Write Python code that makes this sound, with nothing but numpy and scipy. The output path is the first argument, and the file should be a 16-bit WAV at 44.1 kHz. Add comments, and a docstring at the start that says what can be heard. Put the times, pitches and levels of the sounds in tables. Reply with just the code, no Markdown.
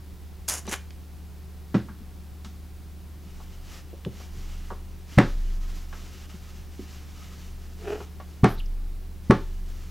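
"""Polishing a wooden cabinet.

On a cloth-covered workbench, a pump nozzle squirts polish twice and a rag wipes to and fro, squeaking.
The case rings under light knocks, scrapes as it is tipped and lands in three heavy thuds.
Each thud sets the microphone stand swaying; thin, high tones flicker just after the second.
A motor hums underneath, in a small workshop."""
import sys
import numpy as np
from scipy import signal
from scipy.fft import rfft, irfft, next_fast_len
from scipy.io import wavfile

SR = 44100
rng = np.random.default_rng(int(sys.argv[2]) if len(sys.argv) > 2 else 0)


def put_to_file(sound):
    """Save the sound as 16-bit audio at rate SR, in the file named by the first command-line argument."""
    columns = np.atleast_2d(sound).T  # one column per channel
    safe = np.clip(columns, -1, 1)
    whole_steps = np.round(safe * 32767)
    wavfile.write(sys.argv[1], SR, whole_steps.astype(np.int16))


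N = 436590
TIME = np.arange(N) / SR

# motor partials: f/Hz, rms level/dB
MOTOR_PARTIALS = [(75.1, -42.5), (179.5, -55.5), (300, -66), (377, -67.5), (528, -74.5), (744, -73),
                  (797, -82)]
# room noise spectra: f/Hz, relative level/dB
RUMBLE_SPECTRUM = [(15, -12), (29, 2), (42, -0.5), (70, -7), (110, -8), (170, -11), (240, -15.5),
                   (330, -38.5)]
AIR_SPECTRUM = [(260, -0.5), (380, 0.5), (520, -9), (760, -8.5), (1000, -10), (1500, -13.5), (3000, -17),
                (5000, -18.5), (8500, -29), (12000, -25.5), (15500, -24)]
# wiping arm rocks the stand: t/s, sway/dB
ARM_NUDGES = [(3.198, -41), (4.249, -31), (6.299, -41.5), (7.298, -37.5)]
# thin, high flickering tones: centre t/s, f/Hz, level/dB, length/s
FLICKER_TONES = [(8.51, 11700, -52.5, 0.082), (8.545, 12400, -53, 0.031), (8.588, 4000, -48, 0.036),
                 (8.597, 11500, -56, .018), (8.604, 2850, -44, .022), (8.662, 5300, -53.5, 0.017)]
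# cloth friction spectrum: f/Hz, relative level/dB
RAG_SPECTRUM = [(150, 12), (400, -1.5), (800, -3), (1250, -2), (2200, -0.5), (2900, -3), (4200, -3),
                (6000, -2), (7500, -6), (9000, -15), (12000, -11), (16000, -21)]
# rag strokes: t/s, length/s, level/dB, share of stroke before top speed
RAG_STROKES = [(3.2, 0.44, -59, 0.6), (3.612, 0.21, -50.5, 0.78), (4.094, 0.27, -54.5, 0.4),
               (4.295, 0.52, -51.5, 0.33), (5.076, 0.58, -51, 0), (5.599, 0.38, -52.5, 0),
               (5.907, 0.22, -51.5, 0.44), (6.078, 0.2, -52.5, .75), (6.288, 0.41, -53, 0.03),
               (6.7, 0.37, -51, 0.6), (7.04, 0.51, -53, 0.4), (7.59, 0.095, -55.5, 0.64),
               (7.762, 0.35, -52, 0.2), (9.23, 0.47, -59, 0), (9.615, 0.47, -54.5, .75)]
# varnish squeaks: f/Hz, width/Hz, level/dB re rub
VARNISH_SQUEAKS = [(1262, 35, -15.5), (2910, 260, -11.5)]
# rag catches, lower squeak swells: t/s, swell/dB
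RAG_CATCHES = [(3.74, 6), (5.66, 12), (6.49, 5), (7.22, 11), (7.32, 11)]
# nozzle tones: f/Hz, level/dB
NOZZLE_TONES = [(4000, -43), (5950, -40)]
# spray pulses: full flow t/s, rise/s, hold/s, fall/(dB/s), shut-off/s, mist/dB, spatter/dB
SPRAY_PULSES = [(.482, 0.0013, 0.11, 115, 0.01, -27.5, -33.5),
                (0.69, 0.0026, 0.068, 10, 0.0092, -42, -47.5),
                (0.73, 0.0071, 0.0082, 198, 0.0055, -37, -28)]
# fine and coarse drop spectra: f/Hz, relative level/dB
MIST_SPECTRUM = [(1000, -27), (3000, -27), (5000, -2.5), (6900, 4.5), (7900, -3), (9800, -0.5), (11000, -2),
                 (13000, -12), (16000, -26)]
SPATTER_SPECTRUM = [(100, -13), (250, -0.5), (900, 3), (1800, 1.5), (3000, 0), (5000, -13), (9000, -22)]
# resonances of the dragged case: f/Hz, width/Hz, relative level/dB
SCRAPE_MODES = [(414, 39, 12), (356, 100, 7), (680, 210, -1.5), (1370, 720, -11.5), (2450, 480, -15)]
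# hard contacts and spitting drops: t/s, peak/dB, centre f/Hz
DRY_CLICKS = [(.487, -13, 6400), (.497, -14.5, 6500), (.668, -34, 5000), (.906, -39, 2940),
              (4.0494, -29, 1930)]
# case modes: f/Hz, relative level/dB, t60/s
WOOD_MODES = [(65, -22, 0.42), (117.3, 0, 0.26), (159, -0.5, 0.084), (203, 11, 0.089), (244, 5, 0.046),
              (329.5, -7.5, 0.093), (373.5, 4, 0.096), (433, -12.5, 0.08), (530, -30, 0.11),
              (600, -14, 0.084), (731, -6.5, 0.054), (771, -10, 0.092), (876, -2, 0.054), (1128, 0, 0.05),
              (1177, -25, .13), (1338, -21.5, 0.13), (1420, -12, 0.057), (1626, -14, 0.13),
              (2110, -31, 0.099)]
# dense panel modes, room included: f/Hz, relative spectral density/dB, t60/s
PANEL_SPECTRUM = [(149, 23, 0.25), (390, 10, 0.15), (720, 0.5, 0.11), (1360, -1.5, 0.24), (2550, -7, 0.24),
                  (4130, -6.5, 0.43), (6960, -6, 0.46), (12000, -15, 0.22), (15900, -15.5, 0.35)]
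# light knocks of hand and case: t/s, level/dB, low cut/Hz, high cut/Hz
LIGHT_KNOCKS = [(.653, -48.5, 249, 5000), (.676, -35, 247, 4000), (1.7414, -18.5, 85, 450),
                (1.743, -32.5, 616, 2250), (1.754, -23.5, 192, 716), (1.885, -49.5, 1600, 1250),
                (1.894, -41, 130, 168), (2.003, -46.5, 139, 302), (2.446, -49, 960, 6400),
                (2.453, -45, 189, 240), (3.256, -48.5, 150, 280), (3.398, -54.5, 950, 1210),
                (3.930, -46, 503, 564), (4.056, -30.5, 119, 258), (4.061, -35, 402, 490),
                (4.201, -51.5, 398, 1200), (4.366, -43, 60, 109), (4.703, -39, 960, 1090),
                (4.712, -42, 525, 547), (5.926, -46.5, 865, 1800), (6.339, -44.5, 129, 406),
                (6.791, -38, 356, 377), (8.003, -41, 400, 1400), (8.200, -44.5, 500, 2000)]
# edge touch, strike, rebound per landing: delay/s, level/dB re strike, low cut/Hz, high cut ratio
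LANDING_CONTACTS = [(.003, -9.5, 260, 0.89), (.0095, 0.5, 217, 1), (.022, -7.5, 270, .8)]
# case lands on padding: t/s, bounce/dB, bounce f/Hz, strike/dB, strike high cut/Hz, crack/dB, sway/dB
CASE_LANDINGS = [(5.174, -2, 124, -15, 1900, -8.5, -21.5), (8.431, -2.5, 125, -14.5, 1850, -12, -24),
                 (9.2966, -1, 158, -14.5, 1597, -12, -27.5)]


def undb(db):
    """Decibels to gain."""
    return 10 ** (np.asarray(db) / 20)


def unit(x):
    """Scale to rms 1."""
    return x / np.sqrt(np.mean(x ** 2))


def add(track, at_s, sound):
    """Mix a sound in from at_s."""
    i = int(at_s * SR)
    track[i:i + len(sound)] += sound[:N - i]


def noise(spectrum, grain_db=0):
    """Coloured noise, rms 1; grain makes single particles stand out."""
    hz, db = np.transpose(spectrum)
    size = next_fast_len(N)
    f = np.maximum(np.fft.rfftfreq(size, 1 / SR), 1)
    gain = undb(np.interp(np.log(f), np.log(hz), db)) * np.minimum(f / hz[0], 1) ** 2
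    particles = rng.standard_normal(size) * undb(grain_db * np.minimum(rng.standard_normal(size), 3))
    return unit(irfft(rfft(particles) * gain, size)[:N])


def wander(rate_hz):
    """Interpolated random values, spread near 1."""
    knots = rng.standard_normal(N // 20)
    return np.interp(TIME * rate_hz, np.arange(len(knots)), knots)


def cut(x, hz, kind, order=2):
    """Butterworth low-, high- or band-pass."""
    sos = signal.butter(order, np.clip(hz, 10, SR / 2 - 500), kind, fs=SR, output="sos")
    return signal.sosfilt(sos, x)


def resonate(x, hz, width_hz):
    """Two equal resonators in series, gain 1 at centre."""
    b, a = signal.iirpeak(hz, hz / width_hz, fs=SR)
    return signal.lfilter(b, a, signal.lfilter(b, a, x))


def fade(t, t60_s):
    """Exponential decay."""
    return np.exp(-np.log(1000) * t / t60_s)


def workshop(rumble_db=-48.5, air_db=-56.5, waver_db=1.0):
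    """Motor hum over low rumble and faint hiss."""
    hum = np.zeros(N)
    for hz, db in MOTOR_PARTIALS:
        amplitude = np.sqrt(2) * undb(db + waver_db * wander(2.7))
        hum += amplitude * np.sin(2 * np.pi * (hz * TIME + rng.random()))
    return hum + undb(rumble_db) * noise(RUMBLE_SPECTRUM) + undb(air_db) * noise(AIR_SPECTRUM)


def room(x, wet_db=-15, t60_s=0.28, band_hz=(250, 7000)):
    """Add the short reflections of a cluttered room."""
    t = TIME[:SR // 2]
    tail = cut(rng.standard_normal(len(t)), band_hz, "bandpass", order=1) * fade(t, t60_s) * (t > .008)
    return x + undb(wet_db) * signal.fftconvolve(x, tail / np.linalg.norm(tail))[:N]


def stand(sway_hz=28.93, build_s=0.31, t60_s=1.37):
    """The bench feeds the stand's wobble, which builds and dies away."""
    out, t = np.zeros(N), TIME[:2 * SR]
    swell = (1 - np.exp(-t / build_s)) ** 2 * fade(t, t60_s)
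    sway = swell / swell.max() * np.sin(2 * np.pi * sway_hz * t)
    for at_s, *_, db in CASE_LANDINGS + ARM_NUDGES:
        add(out, at_s, undb(db) * sway)
    return out


def flicker(half_width=0.11):
    """Thin, high tones flicker just after the second thud, each a narrow noise band."""
    out = np.zeros(N)
    for at_s, hz, db, length_s in FLICKER_TONES:
        size = int(length_s * SR)
        band_hz = [hz * (1 - half_width), hz * (1 + half_width)]
        tone = cut(rng.standard_normal(SR // 2), band_hz, "bandpass")[-size:]
        add(out, at_s - length_s / 2, undb(db) * unit(tone) * np.hanning(size))
    return out


def wiping_gain(creep_db=-64, speed_power=.55):
    """Gain follows hand speed; until the second landing the rag also creeps between strokes."""
    creep_in = np.clip((TIME - RAG_STROKES[0][0]) * 10, 0, 1)
    gain = undb(creep_db) * creep_in * (TIME < CASE_LANDINGS[1][0])
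    for at_s, length_s, db, share in RAG_STROKES:
        fastest_s = at_s + length_s * np.clip(share, .05, .95)
        speed = np.sin(np.pi / 2 * np.interp(TIME, [at_s, fastest_s, at_s + length_s], [0, 1, 0]))
        gain = np.maximum(gain, undb(db) * speed ** speed_power)
    return gain


def rag(grip_db=2.5, fold_db=1.0, fold_hz=3500, catch_s=0.023, squeak_spread_db=3):
    """Cloth on varnish: fibres hiss, and squeak as the grip comes and goes."""
    fibres = noise(RAG_SPECTRUM, grain_db=3)
    dull = cut(fibres, fold_hz, "lowpass", order=1)
    rub = dull + (fibres - dull) * undb(fold_db * wander(7.6))  # folds vary in brightness
    catch_db = sum(db * np.exp(-((TIME - at_s) / catch_s) ** 2) for at_s, db in RAG_CATCHES)
    for (hz, width_hz, db), swell_db in zip(VARNISH_SQUEAKS, [catch_db, 0]):
        squeak = resonate(rng.standard_normal(N), hz, 2 * width_hz)
        rub += undb(db + swell_db) * unit(squeak * undb(squeak_spread_db * wander(9.5)))
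    return wiping_gain() * rub * undb(grip_db * wander(30))


def whistle(at_s=.674, length_s=0.027):
    """Air pipes through the nozzle ahead of the second squirt."""
    swell = np.sin(np.pi * np.clip((TIME - at_s) / length_s, 0, 1)) ** 2
    return swell * sum(undb(db) * np.sin(2 * np.pi * hz * TIME) for hz, db in NOZZLE_TONES)


def spray(sputter_db=2):
    """Pump nozzle: mist hisses and coarse drops spatter as the pressure falls."""
    mist, spatter = np.zeros(N), np.zeros(N)
    for at_s, rise_s, hold_s, fall_db_per_s, shut_s, mist_db, spatter_db in SPRAY_PULSES:
        t = TIME - at_s
        valve = np.exp(np.maximum(np.minimum(t, 0) / rise_s - np.maximum(t - hold_s, 0) / shut_s, -20))
        flow = valve * undb(-fall_db_per_s * np.clip(t, 0, hold_s))
        mist += undb(mist_db) * flow
        spatter += undb(spatter_db) * flow
    mist *= noise(MIST_SPECTRUM, grain_db=8.0)
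    spatter *= noise(SPATTER_SPECTRUM, grain_db=4.5)
    return (mist + spatter) * undb(sputter_db * wander(350))


def scrape(at_s=7.878, hold_s=0.044, level_db=-31.5, rise_db_per_s=297, fall_db_per_s=187,
           slip_hz=210, jitter=.17, grit_db=-9, judder_hz=38, judder_db=3.0):
    """An edge of the tipped case sticks and slips; each slip rings the panels."""
    t = TIME - at_s
    cycles = np.cumsum(slip_hz * np.exp(jitter * wander(150))) / SR
    slips = np.diff(np.floor(cycles), prepend=0) * rng.uniform(0.23, 1, N)
    force = unit(slips) + undb(grit_db) * rng.standard_normal(N)
    body = sum(undb(db) * resonate(force, hz, width_hz) for hz, width_hz, db in SCRAPE_MODES)
    judder = undb(judder_db * np.cos(2 * np.pi * judder_hz * t))
    push_db = rise_db_per_s * np.minimum(t, 0) - fall_db_per_s * np.maximum(t - hold_s, 0)
    return unit(body) * judder * undb(level_db + push_db)


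def clicks(t60_s=.016, band_ratio=1.98, delay_s=.0122, crack_hz=1200, snap_hz=5100, snap_db=-13.5):
    """Dry clicks of contacts and drops; a crack and snap as each landing bottoms out the padding."""
    out, t = np.zeros(N), TIME[:SR // 20]
    cracks = [(at_s + delay_s, crack_db + part_db, hz) for at_s, *_, crack_db, _ in CASE_LANDINGS
              for hz, part_db in [(crack_hz, 0), (snap_hz, snap_db)]]
    for at_s, db, hz in DRY_CLICKS + cracks:
        burst = rng.standard_normal(len(t)) * fade(t, t60_s)
        click = cut(burst, [hz / band_ratio, hz * band_ratio], "bandpass", order=3)
        add(out, at_s, undb(db) * click / np.abs(click).max())
    return out


def case_modes(t, build_s=0.0035):
    """Damped sines, one row a mode; neighbours move the panel in opposite senses."""
    modes = np.array([undb(db) * np.sin(2 * np.pi * hz * t) * fade(t, t60_s)
                      for hz, db, t60_s in WOOD_MODES])
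    signs = (-1) ** np.arange(len(modes))[:, None]
    return modes * signs * (1 - np.exp(-t / build_s))


def panel_bands(t):
    """Dense panel modes as half-octave noise bands and their decays."""
    hz, db, t60_s = np.transpose(PANEL_SPECTRUM)
    bands, decays = [], []
    for centre_hz in 177 * 2 ** (np.arange(14) / 2):
        band_hz = [centre_hz / 2 ** .25, centre_hz * 2 ** .25]
        bands.append(cut(rng.standard_normal(2 * SR), band_hz, "bandpass", order=3))
        band_db, band_t60_s = (np.interp(np.log(centre_hz), np.log(hz), col) for col in (db, t60_s))
        decays.append(undb(band_db) * fade(t, band_t60_s))
    return np.array(bands), np.array(decays)


def knocks(panel_db=-3, crack_db=3, crack_t60_s=0.11, spot_db=2.5, press_s=0.00038, soft_hz=1270):
    """Knocks and landing contacts ring the wood; sharper contacts ring brighter."""
    out, t, attack = np.zeros(N), TIME[:SR // 2], slice(SR // 33)
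    modes = case_modes(t)
    bands, decays = panel_bands(t)
    contacts = [(at_s + delay_s, strike_db + db, low_hz, high_hz * ratio)
                for at_s, _, _, strike_db, high_hz, _, _ in CASE_LANDINGS
                for delay_s, db, low_hz, ratio in LANDING_CONTACTS]
    for at_s, db, low_hz, high_hz in LIGHT_KNOCKS + contacts:
        start = rng.integers(SR)
        panels = np.sum(bands[:, start:start + len(t)] * decays, axis=0)
        panels = panels / np.std(panels[attack]) * (1 + undb(crack_db) * fade(t, crack_t60_s))
        spot_gains = undb(spot_db * rng.standard_normal(len(modes)))  # each spot favours other modes
        ring = (spot_gains @ modes + undb(panel_db) * panels) * (1 - np.exp(-t / press_s))
        ring = cut(ring, low_hz, "highpass", order=3)
        # hand or padding: steeper treble loss
        knock = cut(ring, high_hz, "lowpass", order=4 if high_hz < soft_hz else 2)
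        add(out, at_s, undb(db) * knock / np.std(knock[attack]))
    return out


def thuds(bounce_cycles=1.5, shake_db=-7):
    """The case bounces on the padding, shaking its low modes."""
    out, t = np.zeros(N), TIME[:SR // 2]
    ring = case_modes(t).sum(0)
    for at_s, db, hz, *_ in CASE_LANDINGS:
        window = np.sin(np.pi * np.minimum(t * hz / bounce_cycles, 1)) ** 2
        bounce = -np.sin(2 * np.pi * hz * t) * window
        shake = signal.fftconvolve(ring, bounce)[:len(t)]
        add(out, at_s, undb(db) * (bounce + undb(shake_db) * shake / np.abs(shake).max()))
    return out


def scene(side_db=-51):
    """All sources centred; only faint rumble and hiss in the side signal."""
    work = thuds() + knocks() + clicks() + flicker() + spray() + whistle() + rag() + scrape()
    mid = room(work) + stand() + workshop()
    side = undb(side_db) * noise([(20, 0), (55, -7.5), (150, -19.5), (500, -41),
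                                  (3000, -46.5), (15000, -49)])
    return np.array([mid + side, mid - side])


def record(dry, top_hz=15750):
    """Clip at full scale, then low-pass steeply."""
    return signal.sosfilt(signal.ellip(10, .1, 90, top_hz, fs=SR, output="sos"), np.clip(dry, -1, 1))


dry = scene()
out = record(dry)
put_to_file(out)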